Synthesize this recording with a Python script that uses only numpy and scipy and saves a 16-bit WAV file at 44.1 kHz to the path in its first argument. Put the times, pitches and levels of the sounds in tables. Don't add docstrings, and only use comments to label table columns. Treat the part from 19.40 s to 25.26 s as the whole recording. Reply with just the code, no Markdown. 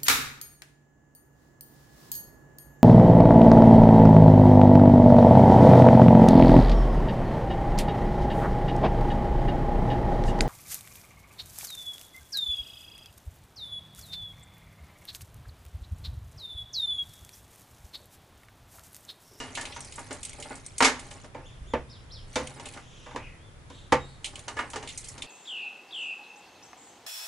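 import sys
import numpy as np
from scipy import signal
from scipy.fft import rfft, irfft, next_fast_len
from scipy.io import wavfile
from scipy.ndimage import uniform_filter1d

SR = 44100
rng = np.random.default_rng(int(sys.argv[2]) if len(sys.argv) > 2 else 0)


def unload_wav(signal):
    wavfile.write(
        sys.argv[1],
        SR,
        np.round(np.clip(np.atleast_2d(signal).T, -1, 1) * 32767).astype(np.int16),
    )


N = 258602
TIME = np.arange(N) / SR
AGE = TIME[:SR * 3 // 4]

# start_s, clack_db, thud_db, click_db, ring_s, favoured_hz
LOCK_KNOCKS = [(0.001, -29.5, -42, -38.5, 0.54, 2872), (0.173, -24.5, -42.5, -37, 0.4, 1777),
               (0.363, -29.5, -47, -45.5, 0.22, 930), (0.58, -28.5, -44.5, -68, 0.28, 987),
               (0.709, -32, -40, -42, 0.3, 557), (0.988, -52, -46, -68, 0.32, 530),
               (1.114, -33, -45.5, -72, 0.35, 1390), (1.405, -7, -25.5, -27.5, 0.21, 938),
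               (1.424, -10.5, -24, -19.5, 0.31, 425), (1.4458, -13.5, -37, -19, 0.3, 2150),
               (1.449, -13, -30, -16, 0.3, 2217), (1.709, -43.5, -60, -48.5, 0.24, 590),
               (1.845, -43, -49.5, -54, 0.2, 933), (3.197, -33.5, -46, -46.5, 0.2, 935),
               (3.374, -35.5, -53.5, -53.5, 0.2, 1380), (5.081, -28, -46, -36.5, 0.22, 1040),
               (5.169, -24, -41.5, -44.5, 0.4, 1730), (5.19, -17.5, -39.5, -41, 0.23, 2632),
               (5.334, -28, -44, -42.5, 0.22, 1040), (5.359, -29, -39, -38, 0.24, 474),
               (5.427, -33.5, -45, -45, 0.3, 990), (5.779, -41, -53.5, -46, 0.18, 940)]
# pitch_hz, level_db, ring_s
LOCK_TONES = [(250, -4.5, 0.29), (270, -1.5, 0.21), (419, -5.5, 0.22), (450.6, -4, 0.17), (584, -8, 0.11),
              (780, -11, 0.27), (942, -2.5, 0.14), (1212, 2.5, 0.1), (1439, 0, 0.063), (1700, -10, 0.15),
              (1735, -7.5, 0.1), (1844, -4.5, 0.16), (2050, -16, 0.18), (2100, -16.5, 0.069),
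              (2165, -4.5, 0.17), (2470, -16, 0.1), (2683, -23, 0.26), (3010, -16.5, 0.2),
              (2872, -11.5, 0.14), (5050, -43, 0.18), (8600, -21, 0.41)]
def lock():
    return knocks(LOCK_KNOCKS, LOCK_TONES, panel_db=-0.5, crack_db=-12.5, crack_s=0.034, favour_db=15.5,
                  swell_s=0.0001, trims_db=(-11.0, -1.5, -3.5), click_stretch=1.47)


# start_s, clack_db, thud_db, click_db, ring_s, favoured_hz
HANDLE_KNOCKS = [(1.9465, -31.5, -36, -59, 0.34, 810), (2.3355, -17, -20.5, -50, 0.17, 533),
                 (2.957, -19.5, -24.5, -29, 0.28, 580), (3.02, -56, -38, -63, 0.21, 236),
                 (3.662, -36.5, -47.5, -61, 0.46, 595), (3.711, -38.5, -54, -60, 0.19, 826),
                 (3.747, -54, -37.5, -64, 0.14, 692), (3.76, -24, -32.5, -44.5, 0.23, 990),
                 (4.301, -39.5, -45, -53.5, 0.31, 394), (4.5215, -10, -22, -36, 0.16, 800),
                 (4.5245, -10.5, -16.5, -29, 0.17, 510)]
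# pitch_hz, level_db, ring_s
DOOR_TONES = [(68.5, -12.5, 0.26), (137.8, -13.5, 0.5), (234.2, -7.5, 0.33), (275, -1, 0.13),
              (334.6, -12, 0.2), (374, -19, 0.48), (485, -0.5, 0.16), (513.7, -5.5, 0.21),
              (610.6, -7, 0.17), (809, -6.5, 0.21), (894, 0, 0.17), (976, 8.5, 0.066), (1055, -3.5, 0.19),
              (1175, -8.5, 0.19), (1470, -18, 0.053), (2004, -16, 0.076), (2394, -18, 0.089),
              (2320, -8.5, 0.09), (3140, -23.5, 0.17), (3630, -9, 0.11)]
def handle():
    return knocks(HANDLE_KNOCKS, DOOR_TONES, panel_db=-2.0, crack_db=-1.0, crack_s=0.024, favour_db=5.0,
                  swell_s=0.001, trims_db=(-9.5, -4.0, -3.5), click_stretch=2.2)


# pitch_hz, level_db
PANEL = [(20, -28), (60, 4), (120, -6.5), (180, -13), (250, 1.5), (500, 5), (1000, 4), (2000, -1.5),
         (3000, -10), (4000, -11.5), (7000, -11.5), (9000, -21), (11000, -23)]
def knocks(rows, natural_tones, panel_db, crack_db, crack_s, favour_db, swell_s, trims_db, click_stretch):
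    out, early = np.zeros((2, N)), SR // 32
    clack_trim, thud_trim, click_trim = trims_db
    for start_s, clack_db, thud_db, click_db, ring_s, favoured_hz in rows:
        shape = fade(ring_s) + from_db(crack_db) * fade(crack_s)
        panel = rms_one(noise(PANEL, len(AGE)) * shape, early)
        struck = favour(natural_tones, favoured_hz, favour_db, width_hz=106)
        tones = ring(struck, stretch=ring_s / 0.2, scatter_db=3.5)
        blow = rms_one(tones, early) + from_db(panel_db) * panel
        swell = 1 - np.exp(-AGE / swell_s)
        treble = cut(blow, 2940, "high", order=4) * fade(ring_s * click_stretch)
        thud = from_db(thud_db + thud_trim) * rms_one(cut(blow * swell, 808, "low"), early)
        clack = from_db(clack_db + clack_trim) * rms_one(cut(blow * swell, [700, 3000], "band"), early)
        click = from_db(click_db + click_trim) * rms_one(treble, early)
        add(out, start_s, thud + clack + click)
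    return out


def door_boom(start_s, pitch_hz, level_db, ring_s):
    out = np.zeros((2, N))
    add(out, start_s, from_db(level_db) * fade(ring_s) * np.sin(2 * np.pi * pitch_hz * AGE))
    return out


# start_s, level_db, favoured_hz, clack_db, rattle_db
CLINKS = [(0.1504, -27.5, 7640, -36, 17), (0.2104, -26, 7620, -42, 3), (0.2522, -32, 2500, -35, 14),
          (0.3227, -52, 3530, -41, -2), (0.405, -27.5, 9100, -49, -9), (0.4463, -32.5, 6430, -65, -8),
          (0.522, -33.5, 7000, -44, -14), (0.558, -32.5, 10100, -67, 7), (0.591, -33, 6900, -58, 9),
          (0.7266, -27, 8800, -60, -4), (0.83, -24.5, 9100, -41, -2), (0.85, -23.5, 8800, -41.5, -12),
          (0.8929, -30, 8350, -47, -15), (0.9308, -35, 2130, -43, -16), (0.9991, -30.5, 6960, -57, 6),
          (1.0242, -31.5, 2340, -38, -1), (1.1534, -33, 8900, -61, 1), (1.2625, -26, 8450, -66, -34),
          (1.3807, -17.5, 8360, -39, -11), (1.5936, -31, 2120, -44, -6), (1.712, -36.5, 3050, -45.5, -6),
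          (3.0716, -30, 8500, -38.5, -17), (3.2552, -32.5, 2740, -40.5, 25),
          (3.2868, -35, 2490, -44.5, -17), (3.336, -37.5, 8250, -47.5, -3), (4.8434, -25, 3000, -29.5, -2),
          (4.8566, -27.5, 3010, -38, 6), (4.9554, -32, 3020, -36.5, -5), (4.9921, -33.5, 3530, -45, -9),
          (5.3005, -32.5, 6800, -50, 9), (5.4735, -33.5, 3050, -38, 1), (5.4889, -32, 6880, -40, 4),
          (5.5749, -22.5, 6500, -52, 5), (5.642, -32, 8700, -51, 13), (5.684, -28, 6900, -57, 5),
          (5.8203, -29.5, 3540, -30.5, -2)]
# pitch_hz, level_db, ring_s
KEY_TONES = [(2110, -5, .12), (2490, -11, .08), (3000, -8, .06), (3530, -10, .07), (6560, -9, .06),
             (6930, -5, .08), (7630, -9, .07), (8190, -7, .08), (8600, -3, .09), (8690, -4, .09),
             (10100, -9, .06), (10450, -9, .05)]
# pitch_hz, level_db
KEY_TICK = [(1000, -5.5), (2100, 1.5), (3200, 0.5), (4800, -2), (6800, 2.5), (8600, 1), (9500, -1.5),
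            (11000, -5)]
def key_clinks(bright_db, barrel_db, tones_db, tick_s, rattle_s):
    out, early = np.zeros((2, N)), SR // 200
    for start_s, level_db, favoured_hz, clack_db, rattle_db in CLINKS:
        struck = favour(KEY_TONES, favoured_hz, gain_db=8, width_hz=200)
        detuned = [(hz * rng.normal(1, .012), db, ring_s) for hz, db, ring_s in struck]
        tick = noise(KEY_TICK, len(AGE)) * (fade(tick_s) + from_db(rattle_db) * fade(rattle_s))
        tones = ring(detuned, stretch=.5, scatter_db=2.5)
        touch = rms_one(tick, early) + from_db(tones_db) * rms_one(tones, early)
        touch *= 1 - np.exp(-AGE / 0.00098)
        bright = from_db(level_db + bright_db) * rms_one(cut(touch, 5300, "high"), early)
        barrel = from_db(clack_db + barrel_db) * rms_one(cut(touch, [2300, 4300], "band"), early)
        add(out, start_s, bright + barrel)
    return out


# start_s, end_s, keys_db, door_db
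KEY_SPELLS = [(0.0, 0.35, -53, -50), (0.347, 1.053, -53.5, -59), (1.06, 1.161, -49.5, -45.5),
              (1.165, 1.397, -56.5, -75), (1.577, 1.855, -55.5, -55.5), (2.896, 3.12, -52, -68),
              (3.12, 3.405, -55.5, -49.5), (4.83, 5.43, -59.5, -56), (5.466, 5.728, -51, -66),
              (5.735, 5.853, -55, -52)]
def fumbling(jingle_db, rub_db, scrape_db):
    stirs = [(s, db - 35.5) for s, db, *_ in CLINKS]
    presses = [(s, min(thud_db - 6, -42)) for s, _, thud_db, *_ in LOCK_KNOCKS]
    jingle_gain = swells(stirs, rise_s=0.0064, settle_s=0.047)
    rub_gain = swells(presses, rise_s=0.0076, settle_s=0.03)
    for start_s, end_s, keys_db, door_db in KEY_SPELLS:
        on = (TIME >= start_s) & (TIME < end_s)
        active = uniform_filter1d(on * 1., int(0.079 * SR))
        jingle_gain += active * from_db(keys_db)
        rub_gain += active * from_db(door_db)
    scratches = grains(per_s=1300, spread_db=15.5)
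    scrape = rms_one(convolve(scratches, noise(KEY_TICK, len(AGE)) * fade(0.0079)))
    bunch = jingle(per_s=48, ping_s=0.019, tones_db=-7.5, pitch_count=20)
    jingling = rms_one(bunch + from_db(scrape_db) * scrape)
    door = noise(PANEL, len(AGE)) * fade(0.077)
    door += from_db(-10.5) * ring(LOCK_TONES, stretch=0.71, scatter_db=1.5)
    rubbing = rms_one(cut(convolve(grains(per_s=170, spread_db=4.0), door), 2350, "low"))
    return from_db(jingle_db) * jingle_gain * jingling + from_db(rub_db) * rub_gain * rubbing


def jingle(per_s, ping_s, tones_db, pitch_count):
    pitches = np.geomspace(2000, 11000, pitch_count) * rng.normal(1, .01, pitch_count)
    pings = [(hz, at_hz(KEY_TICK, hz) + 10 * np.log10(hz / 7000), ping_s) for hz in pitches]
    rings = [(hz, db + tones_db, ring_s) for hz, db, ring_s in KEY_TONES]
    out = np.zeros((2, N))
    for tone in pings + rings:
        touches = grains(per_s, spread_db=4.5)
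        note = ring([tone], stretch=1, scatter_db=0)[:, :SR // 8]
        out += signal.oaconvolve(touches, note, axes=-1)[:, :N]
    return rms_one(out)


def driveway(x, tail_db, ring_s, delay_s, bounce_s, bounce_db):
    tail = noise([(100, 12.0), (500, -8), (3000, -1.5), (10000, -4.5)], len(AGE), focus=0.33)
    build_up = 1 - np.exp(-(AGE / delay_s) ** 4)
    out = x + from_db(tail_db) * convolve(x.mean(axis=0, keepdims=True), tail * fade(ring_s) * build_up)
    add(out, bounce_s, from_db(bounce_db) * x)
    return out


# top_s, top_hz, base_hz, rise_s, fall_s, level_db, hoarse_share (of the pitch), octave_db
CHIRPS = [(.365, 6300, 4300, 0.046, 0.071, -49, 0.032, -30),
          (2.072, 3565, 2100, 0.023, 0.018, -52.5, 0.019, -8),
          (2.11, 3600, 2590, .02, 0.052, -60, 0.034, -13),
          (2.293, 3600, 2290, .03, 0.063, -56.5, 0.022, -4.5),
          (2.503, 5310, 2524, .007, 0.04, -49, 0.056, -33),
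          (2.726, 5320, 2540, .015, 0.035, -43.5, 0.043, -29),
          (3.62, 3090, 2925, 0.24, 0.12, -56, 0.13, -4), (3.839, 2624, 1790, .04, 0.058, -48, 0.079, -21),
          (4.068, 3520, 2780, 0.081, 0.026, -62.5, 0.0079, -44),
          (4.36, 3680, 3480, .04, 0.06, -54, 0.12, -8), (4.635, 3785, 3740, .04, 0.025, -52.5, 0.013, -11),
          (4.69, 4160, 3690, 0.047, 0.057, -59, 0.087, -5)]
def bird(trim_db, echo_db, echo_s):
    lead, trail = 2.6, 3.5
    song = np.zeros((1, N))
    wobble = rms_one(cut(rng.standard_normal(N), 249, "low"))
    for top_s, top_hz, base_hz, rise_s, fall_s, level_db, hoarse_share, octave_db in CHIRPS:
        on = (TIME > top_s - lead * rise_s) & (TIME < top_s + trail * fall_s)
        t = TIME[on] - top_s
        away = t / np.where(t < 0, rise_s, fall_s)
        arch = 1 / (1 + away ** 2)
        taper = np.cos(np.pi / 2 * away / np.where(t < 0, lead, trail))
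        pitch_hz = (base_hz + (top_hz - base_hz) * arch) * (1 + hoarse_share * wobble[on])
        phase = 2 * np.pi * np.cumsum(pitch_hz) / SR
        whistle = np.sin(phase) + from_db(octave_db) * np.sin(2 * phase)
        song[0, on] += from_db(level_db + trim_db) * arch ** 0.61 * taper * whistle
    out = song + convolve(song, noise([(2000, 0), (9000, 0)], len(AGE)) * fade(0.43))
    add(out, echo_s, from_db(echo_db) * song)
    return out


# peak_s, level_db
GUSTS = [(0.18, -63), (1.65, -55.5), (2.25, -47), (2.84, -46), (3.9, -51)]
# pitch_hz, level_db
RUMBLE = [(15, -5.5), (28, 16.5), (45, 3), (85, 7.5), (120, 5), (200, -17), (500, -38)]
def breeze(steady_db, trim_db):
    strength = from_db(steady_db) + swells(GUSTS, rise_s=0.11, settle_s=0.054)
    return from_db(trim_db) * strength * noise(RUMBLE, N)


# pitch_hz, level_db
TRAFFIC = [(12, -12), (20, -15.5), (123, -4), (208, -16.5), (510, -19), (718, -22.5), (797, -23.5),
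           (1040, -22.5), (2110, -26.5), (3130, -32), (3570, -29.5), (3870, -34), (10800, -39),
           (14000, -80), (22000, -120)]
def background(traffic_db, whine_db, whine_hz):
    flicker = rms_one(cut(rng.standard_normal((2, N)), 50, "low", order=2))
    whine = flicker * np.sin(2 * np.pi * whine_hz * TIME)
    return from_db(traffic_db) * noise(TRAFFIC, N, focus=0.068) + from_db(whine_db) * whine


# pitch_hz, likeness (1 = the same)
LIKENESS = [(60, .97), (300, .97), (700, .95), (1400, .82), (3000, .72), (9000, .72)]
def noise(spectrum, size, focus=1):
    length = next_fast_len(size)
    hz = np.arange(length // 2 + 1) * SR / length
    mid, side = rfft(rng.standard_normal((2, length))) * from_db(at_hz(spectrum, hz))
    alike = np.clip(at_hz(LIKENESS, hz), 0, 1) ** (1 / focus)
    ears = np.sqrt(1 + alike) * mid + np.sqrt(1 - alike) * side * [[1], [-1]]
    return rms_one(irfft(ears, length)[:, :size])


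def ring(tones, stretch, scatter_db):
    out = np.zeros((2, len(AGE)))
    for hz, db, ring_s in tones:
        skew = np.arccos(np.clip(at_hz(LIKENESS, hz), 0, 1)) / 2 * rng.choice([-1, 1])
        phase = rng.uniform(0, 2 * np.pi) + np.array([[skew], [-skew]])
        strength = from_db(db + scatter_db * rng.normal())
        out += strength * fade(ring_s * stretch) * np.sin(2 * np.pi * hz * AGE + phase)
    return out


def favour(tones, near_hz, gain_db, width_hz):
    return [(hz, db + gain_db * np.exp(-((hz - near_hz) / width_hz) ** 2), s) for hz, db, s in tones]


def grains(per_s, spread_db):
    sizes = from_db(spread_db * np.minimum(rng.exponential(1, N), 3)) * rng.choice([-1, 1], N)
    return (sizes * (rng.random(N) < per_s / SR))[None]


def swells(events, rise_s, settle_s):
    power = np.zeros(N)
    for peak_s, level_db in events:
        away = np.maximum((peak_s - TIME) / rise_s, (TIME - peak_s) / settle_s)
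        power += (from_db(level_db) * np.exp(-np.minimum(away, 20))) ** 2
    return np.sqrt(power)


def from_db(db):
    return 10 ** (np.asarray(db) / 20)


def rms_one(x, size=None):
    return x / np.sqrt(np.mean(x[..., :size] ** 2) + 1e-20)


def at_hz(points, hz):
    known_hz, values = np.transpose(points)
    return np.interp(np.log(np.maximum(hz, 1)), np.log(known_hz), values)


def fade(ring_s):
    return np.exp(-np.log(1000) * AGE / max(ring_s, 1e-3))


def cut(x, hz, kind, order=3):
    return signal.sosfilt(signal.butter(order, hz, kind, fs=SR, output="sos"), x)


def add(out, start_s, sound):
    start = max(round(start_s * SR), 0)
    out[:, start:start + sound.shape[-1]] += sound[..., :N - start]


def convolve(x, response):
    return signal.fftconvolve(x, response / np.sqrt(np.sum(response ** 2) / 2), axes=-1)[:, :N]


def scene():
    door = lock() + handle()
    door += key_clinks(bright_db=-10.0, barrel_db=-1.5, tones_db=-1.5, tick_s=0.012, rattle_s=0.14)
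    door += fumbling(jingle_db=-0.5, rub_db=0.5, scrape_db=-5.5)
    door += door_boom(start_s=2.217, pitch_hz=56, level_db=-32, ring_s=.24)
    near = driveway(door, tail_db=-18.5, ring_s=0.44, delay_s=0.017, bounce_s=.0035, bounce_db=-18)
    near *= from_db([[-.6], [.5]])
    chirps = bird(trim_db=-1.5, echo_db=-25.0, echo_s=0.049)
    wind = breeze(steady_db=-56, trim_db=0.5)
    return near + chirps + wind + background(traffic_db=-51.0, whine_db=-74.0, whine_hz=9980)


def record(dry):
    peak_limit, cutoff_hz = 0.66, 11100
    rounded = peak_limit * np.tanh(dry / peak_limit)
    return signal.sosfilt(signal.ellip(12, .1, 80, cutoff_hz, fs=SR, output="sos"), rounded)


dry = scene()
out = record(dry)
unload_wav(out)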